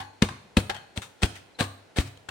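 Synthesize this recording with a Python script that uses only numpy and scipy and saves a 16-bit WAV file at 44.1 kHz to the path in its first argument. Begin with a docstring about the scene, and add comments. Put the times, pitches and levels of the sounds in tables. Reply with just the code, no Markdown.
"""Pounding biscuits in a metal bowl

A metal rod strikes about three times a second, close by in a kitchen; the bowl stands on a covered surface.
Each blow crunches down through the crumbs and cracks on the bottom: dense clicks, shaped and coloured.
The bottom thuds, its support booms briefly and the bowl wall rings: damped modes, struck together.
Between blows the rod clinks on the bowl, loose crumbs trickle back and a faint squeak (narrow noise) sounds.
Diffuse room tails surround it all, over a faint steady background noise."""
import sys
import numpy as np
from scipy import signal
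from scipy.fft import rfft, irfft
from scipy.io import wavfile
from scipy.ndimage import uniform_filter1d

SR = 44100
rng = np.random.default_rng(int(sys.argv[2]) if len(sys.argv) > 2 else 0)


def unload_wav(signal):
    """Save mono or channel-first audio to the path in sys.argv[1] as 16-bit WAV at rate SR, clipped to [-1, 1]."""
    wavfile.write(
        sys.argv[1],
        SR,
        np.round(np.clip(np.atleast_2d(signal).T, -1, 1) * 32767).astype(np.int16),
    )


N = 101429
T = np.arange(N) / SR  # time axis, s
HZ = np.fft.rfftfreq(4096, 1 / SR)  # frequency axis of the filters

# Blows of the rod: [t/s at the bottom, crack level/dB, crunch level/dB, crunch lead-in/s, tilt/dB per octave,
# thud level/dB, thud tilt/dB per octave, thud pitch factor, boom level/dB, wall ring level/dB, wall's strongest f/Hz]
BLOW_EVENTS = [(0.2231, -10.5, -23, 0.0033, -1, -7, -2.5, .97, -32.5, -35.5, 1160),
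               (0.5708, -12.5, -21, 0.0029, -0.5, -7.5, -1, 0.97, -33, -52, 1480),
               (0.976, -26.5, -35, 0.015, 0, -27.5, -8.5, .9, -48.5, -67, 1880),
               (1.2331, -11, -23, 0.012, -1.5, -16, 3, .84, -36, -57, 2400),
               (1.6081, -20, -23, 0.018, -1.5, -18, -1.5, 1.156, -32.5, -33.5, 1110),
               (1.986, -16.5, -27.5, 0.024, -1.5, -15.5, 3, 0.6, -33, -61, 1800)]
# The rod knocks the bare bowl: [t/s, tick level/dB, tick decay/s, tilt/dB per octave,
# thud level/dB, boom level/dB, wall ring level/dB, wall's strongest f/Hz]
CLINK_EVENTS = [(0.001, -38, 0.021, 1, -54.5, -45.5, -32.5, 896),
                (0.287, -29, 0.0034, -1.5, -45, -47.5, -37.5, 1080),
                (0.6957, -21, 0.0085, -1.5, -30, -45.5, -30.5, 770),
                (0.745, -37.5, 0.011, 0, -67, -65, -39, 3150),
                (0.763, -39, 0.0081, -0.5, -49, -70, -51, 1480),
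                (2.287, -27, 0.0047, -1, -44.5, -47, -39, 1210)]
# Crumbs slide and fall: [t/s of the peak, level/dB, rise/s, decay/s]
TRICKLE_EVENTS = [(0.249, -36, 0.0036, 0.0067), (0.602, -33.5, 0.0067, 0.004), (1.02, -37, 0.0016, 0.025),
                  (1.259, -33, 0.015, 0.0027), (1.358, -43.5, 0.0058, 0.024), (1.627, -31, .003, 0.0036),
                  (1.641, -35.5, 0.0049, 0.014), (1.971, -30.5, 0.0029, 0.0023), (2.006, -32, 0.012, 0.013),
                  (2.075, -48, 0.033, 0.018), (2.175, -48, 0.0015, 0.0007)]
# A faint squeak before a blow: (t/s of the peak, level/dB, f/Hz, half length/s)
SQUEAK_EVENT = (1.558, -63, 4080, .016)

# Modes of the loaded bowl bottom, before the pitch factor: [f/Hz, level/dB, t60/s]
BOTTOM_MODES = [(93, -22.5, 0.023), (146, -6, 0.047), (208.3, 2, 0.047), (247, -5, 0.053),
                (329, -9.5, 0.061), (405, -8, 0.056), (500.6, -11.5, 0.071)]
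# Modes of the support under the bowl: [f/Hz, level/dB, t60/s]
SUPPORT_MODES = [(71.7, -9, 0.38), (98.44, 4.5, .38), (134, -7, 0.31), (222, -11, 0.25),
                 (272.5, -6.5, 0.36), (346.4, -10.5, 0.32)]
# Modes of the bowl wall, each the centre of a cluster: [f/Hz, level/dB, t60/s]
WALL_MODES = [(777, 0, 0.16), (833, -6.5, 0.4), (887, -11.5, 0.23), (1078, -3, 0.29), (1180, -5.5, 0.29),
              (1470, -4.5, 0.38), (1656, -2.5, 0.39), (1890, -4.5, .28), (2520, -10.5, 0.48),
              (3090, -4, 0.23), (4260, -11, 0.75), (4560, -7, 0.18), (4400, -9, 0.17), (6751, -16, 0.53)]

# Colour of the rod cracking on the bottom: [f/Hz, relative level/dB per Hz]
CRACK_COLOUR = [(100, 18.5), (400, -30), (700, -9), (1000, -16.5), (1500, -3), (2600, -2.5), (3700, -3.5),
                (5200, -14.5), (8300, -14.5), (11000, -24), (16000, -57.5)]
# Colour of the crumbs being crushed: [f/Hz, relative level/dB per Hz]
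CRUNCH_COLOUR = [(100, -9), (400, -1), (750, 0.5), (1050, -3), (1700, -3.5), (2700, -6.5), (4200, -3),
                 (5300, -13), (6800, -14), (9000, -9), (11000, -26), (16000, -25.5)]
# Colour of the loose falling crumbs: [f/Hz, relative level/dB per Hz]
CRUMB_COLOUR = [(100, -22), (500, -4.5), (1500, 3.5), (4200, -1), (5500, -5.5), (9200, -6.5),
                (11000, -18.5), (16000, -19)]
# Colour of the rod ticking on bare metal: [f/Hz, relative level/dB per Hz]
TICK_COLOUR = [(100, -7), (300, -17), (550, -7.5), (800, 1.5), (1150, -7.5), (1550, 4), (2400, -5),
               (3300, -1), (4500, -9.5), (6000, -14), (9000, -14.5), (11000, -23.5), (16000, -32)]
# Colour of the background noise: [f/Hz, relative level/dB per Hz]
NOISE_COLOUR = [(15, 4), (25, -13), (427, -3.5), (863, -6.5), (1230, -16), (1370, -11), (1700, -14),
                (2000, -14), (2910, -16.5), (9320, -28.5), (16000, -46.5)]

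# Left-right difference of the direct sound: [f/Hz, level/dB]
SIDE_BALANCE = [(300, 2.5), (560, -8.5), (850, 3.5), (1200, 2.5), (2600, 9), (3800, 3.5), (5600, 7),
                (8400, 4.5), (12000, -8.5)]
# Likeness of the grains at the two microphone ports: [f/Hz, shared share of power from 0 to 1]
PORT_LIKENESS = [(400, 0.89), (700, 0.62), (1200, 0.53), (2700, 0.21), (4500, 0.15)]
# How long the room rings: [f/Hz, t60/s]
ROOM_DECAY = [(60, 0.8), (250, 0.46), (1000, 0.6), (3000, 0.66), (8000, 0.41), (16000, 0.58)]
# How loud the room answers: [f/Hz, level/dB]
ROOM_COLOUR = [(60, -37.5), (200, -18), (500, -11), (1000, -12), (3000, -16), (8000, -9), (16000, -7)]

CRACK_RISE_S, CRACK_FALL_S = 0.0011, 0.0024
CRACK_TAIL_DB, CRACK_TAIL_S = -8, 0.0065  # a quieter, slower second decay of the crack
LEAD_DB, CRUNCH_FALL_S = -9.5, 0.013  # the crunch starts this far under its peak
SETTLE_DB, SETTLE_S = -28.5, 0.022  # crumbs go on shifting after a blow
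GRAINS_PER_S, GRAIN_SPREAD_DB = 3500, 5
FRAGMENT_DB = 3  # rms depth of the chance resonances
SNAP = 8  # the rod meets the bottom: one click this many times the rms of the grains
PUSH_S, BOOM_RISE_S, THUD_LEAD_S = 0.0011, 0.0095, 0.00023
CLINK_PITCH = 1.8  # factor on the bottom modes when the rod only clinks
WALL_REACH_OCT, WALL_REST_DB = 0.24, -12  # the place of touch favours nearby modes
WALL_SPLIT = 0.05  # spread of each cluster, as a fraction of its frequency
SQUEAK_WIDTH_HZ = 230
LOW_ROOM_DB, BASS_PAN_DB = -18, 1
NOISE_DB = -59.5  # rms before each port's mix
MIC_LOW_HZ, EDGE_HZ = 56, 16300
PEAK_CEILING = 0.9  # of the soft limiter, full scale = 1


def amp(db):
    """Decibels to gain."""
    return 10 ** (np.asarray(db) / 20)


def evened(x):
    """Scales to rms 1."""
    return x / np.sqrt(np.mean(x ** 2) + 1e-20)


def read(points, hz):
    """Reads a table on a log-frequency axis."""
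    f, value = np.transpose(points)
    return np.interp(np.log(hz + 1), np.log(f), value)


def colour(x, db):
    """Causal minimum-phase filter with the given gain at each frequency of HZ."""
    cepstrum = irfft(np.log(amp(db)))
    half = len(cepstrum) // 2
    cepstrum[1:half] *= 2
    cepstrum[half + 1:] = 0
    impulse = irfft(np.exp(rfft(cepstrum)))
    return signal.fftconvolve(x, impulse)[:len(x)]


def burst(s, rise, fall):
    """Swells exponentially up to time s, then dies away."""
    before, after = (s - T) / abs(rise), (T - s) / abs(fall)
    return np.exp(-np.minimum(np.maximum(before, after), 20))


def fading(t, t60):
    """Exponential decay that loses 60 dB in t60 seconds."""
    return np.exp(-np.log(1000) * t / t60)


def grains(s, envelope, spectrum, tilt_db=0, snap=0):
    """Tiny fractures of uneven size around time s; each lot of fragments has its own chance resonances."""
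    out = np.zeros(N)
    start = max(int(s * SR) - SR // 10, 0)
    n = SR * 2 // 5
    size = amp(GRAIN_SPREAD_DB * np.minimum(rng.exponential(1, n), 4))
    clicks = size * rng.choice([-1, 1], n) * (rng.random(n) < GRAINS_PER_S / SR)
    # even out the local click level, so the envelope sets the loudness
    clicks = clicks / np.sqrt(abs(uniform_filter1d(clicks ** 2, size=300)) + 1e-6)
    clicks[round(s * SR) - start] += snap
    ripple = uniform_filter1d(rng.standard_normal(len(HZ)), size=20)
    ripple = evened(uniform_filter1d(ripple, size=16))
    db = read(spectrum, HZ) + tilt_db * np.log2(np.maximum(HZ, 300)) + FRAGMENT_DB * ripple
    db = db - 10 * np.log10(np.mean(amp(db) ** 2))  # the colour leaves the overall power alone
    shape = envelope[start:start + n]
    out[start:start + n] = colour(clicks[:len(shape)] * shape, db)
    return out


def ring(s, modes, rise, pitch=1, tilt_db=0, loose=0):
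    """Damped modes struck at time s; loose scatters their phases (in cycles), tilt pivots on the third mode."""
    out = np.zeros(N)
    live = (T > s) & (T < s + 0.5)
    t = T[live] - s
    total = np.zeros(len(t))
    for hz, db, t60 in modes:
        gain = amp(db + tilt_db * np.log2(hz / modes[2][0]))
        phase = 2 * np.pi * (hz * pitch * t + loose * rng.random())
        total += gain * fading(t, t60) * np.sin(phase)
    out[live] = (1 - np.exp(-t / rise)) * total
    return out


def blow_grains():
    """The crunch swells louder as the rod presses down, then the rod cracks on the bottom and crumbs settle."""
    out = np.zeros(N)
    for s, crack_db, crunch_db, lead, tilt_db, *_ in BLOW_EVENTS:
        early = np.maximum(s - T, 0) / lead
        press = amp(LEAD_DB * early) * burst(s - lead, 0.0018, np.inf)
        settle = amp(SETTLE_DB) * burst(s, 0.006, SETTLE_S)
        release = burst(s, np.inf, CRUNCH_FALL_S) + settle
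        out += amp(crunch_db) * grains(s, press * release, CRUNCH_COLOUR, tilt_db)
        tail = amp(CRACK_TAIL_DB) * burst(s, CRACK_RISE_S, CRACK_TAIL_S)
        crack = burst(s, CRACK_RISE_S, CRACK_FALL_S) + tail
        out += amp(crack_db) * grains(s, crack, CRACK_COLOUR, tilt_db, SNAP)
    return out


def clink_ticks():
    """Metal touches bare metal: short bursts of clicks that peak 1.5 ms after each event time."""
    out = np.zeros(N)
    for s, db, fall, tilt_db, *_ in CLINK_EVENTS:
        out += amp(db) * grains(s, burst(s + 0.0015, 0.0007, fall), TICK_COLOUR, tilt_db)
    return out


def trickles():
    """Loose crumbs slide and fall: soft swells of many small impacts."""
    out = np.zeros(N)
    for s, db, rise, fall in TRICKLE_EVENTS:
        out += amp(db) * grains(s, burst(s, rise, fall), CRUMB_COLOUR)
    return out


def rod_and_crumbs():
    """All the grainy contact sounds: fractures and impacts of rod, bowl and crumbs."""
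    return blow_grains() + clink_ticks() + trickles()


def bottom():
    """The struck bowl bottom thuds in its damped modes and sets its support booming."""
    out = np.zeros(N)
    for s, *_, thud_db, tilt_db, pitch, boom_db, _, _ in BLOW_EVENTS:
        out += amp(thud_db) * ring(s - THUD_LEAD_S, BOTTOM_MODES, PUSH_S, pitch, tilt_db)
        out += amp(boom_db) * ring(s, SUPPORT_MODES, BOOM_RISE_S, loose=1)
    for s, *_, thud_db, boom_db, _, _ in CLINK_EVENTS:
        out += amp(thud_db) * ring(s, BOTTOM_MODES, PUSH_S, CLINK_PITCH)
        out += amp(boom_db) * ring(s, SUPPORT_MODES, PUSH_S, loose=0.75)
    return out


def wall(count=6):
    """The bowl wall rings in beating clusters of modes; the place of touch decides which speak."""
    out = np.zeros(N)
    for s, *_, ring_db, ring_hz in BLOW_EVENTS + CLINK_EVENTS:
        part = out[int(max(s, 0) * SR):][:SR // 2]  # a view: adding to it adds to out
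        t = T[:len(part)]
        for hz, db, t60 in WALL_MODES:
            distance = np.log2(hz / ring_hz) / WALL_REACH_OCT
            favour = amp(WALL_REST_DB) + np.exp(-distance ** 2)
            cluster = np.zeros(len(t))
            for detune, phase in rng.uniform(-1.027, 1, (count, 2)):
                cluster += np.sin(2 * np.pi * (hz * (1 + WALL_SPLIT * detune) * t + phase))
            part += amp(ring_db + db) * favour * fading(t, t60) * cluster / np.sqrt(count)
    return out


def squeak():
    """A short narrow whistle: noise through a sharp resonance, swelling and fading smoothly."""
    s, db, hz, half = SQUEAK_EVENT
    resonance = -20 * np.log10(1 + ((HZ - hz) / SQUEAK_WIDTH_HZ * 2) ** 2)
    tone = evened(colour(rng.standard_normal(N), resonance))
    return amp(db) * tone * np.exp(-((T - s) / half) ** 2)


def kitchen(x, count=3):
    """Several random diffuse tails, each band dying at its own speed, cross-faded over time."""
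    out = np.zeros(N)
    for k in range(count):
        hz, t, z = signal.stft(rng.standard_normal(SR * 3 // 4), SR, nperseg=256)
        decay = fading(t, read(ROOM_DECAY, hz)[:, None])
        tail = signal.istft(z * decay, SR, nperseg=256)[1]
        tail = tail * np.minimum(T[:len(tail)] / 0.0056, 1)  # fades in over 5.6 ms
        # the shares swing in turn and their powers add up to one
        share = np.sqrt(2 / count) * np.cos(np.pi * (T + k / count))
        out += signal.fftconvolve(x * share, tail / np.linalg.norm(tail))[:N]
    return out


def room_noise():
    """Faint steady background: random noise given a fixed colour."""
    noise = colour(rng.standard_normal(N), read(NOISE_COLOUR, HZ))
    return amp(NOISE_DB) * evened(noise)


def scene():
    """Two microphone ports share the bass; each adds its own random grains, mostly in the treble."""
    shared, low, shared_noise, whistle = rod_and_crumbs(), bottom(), room_noise(), squeak()
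    low = low + amp(LOW_ROOM_DB) * kitchen(low)
    alike = np.clip(read(PORT_LIKENESS, HZ), 0.01, 0.99)
    common = colour(shared, 10 * np.log10(alike))
    ports = []
    for side in (1, -1):  # left, right
        own = colour(rod_and_crumbs(), 10 * np.log10(1 - alike))
        near = common + own + wall() + whistle
        direct = colour(near, side * read(SIDE_BALANCE, HZ) / 2)
        room = colour(kitchen(near), read(ROOM_COLOUR, HZ))
        bass = amp(side * BASS_PAN_DB / 2) * low
        noise = 0.77 * shared_noise + 1.04 * room_noise()
        ports.append(direct + room + bass + noise)
    return np.array(ports)


def record(dry):
    """The microphone loses the deepest bass; a soft limiter keeps peaks below full scale; the treble is cut."""
    low_cut = signal.butter(3, MIC_LOW_HZ, "high", fs=SR, output="sos")
    thin = signal.sosfilt(low_cut, dry)
    limited = thin / (1 + (thin / PEAK_CEILING) ** 6) ** (1 / 6)
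    band_limit = signal.firwin(255, EDGE_HZ, window=("kaiser", 9), fs=SR)
    return signal.oaconvolve(limited, band_limit[None], "same")


dry = scene()
out = record(dry)
unload_wav(out)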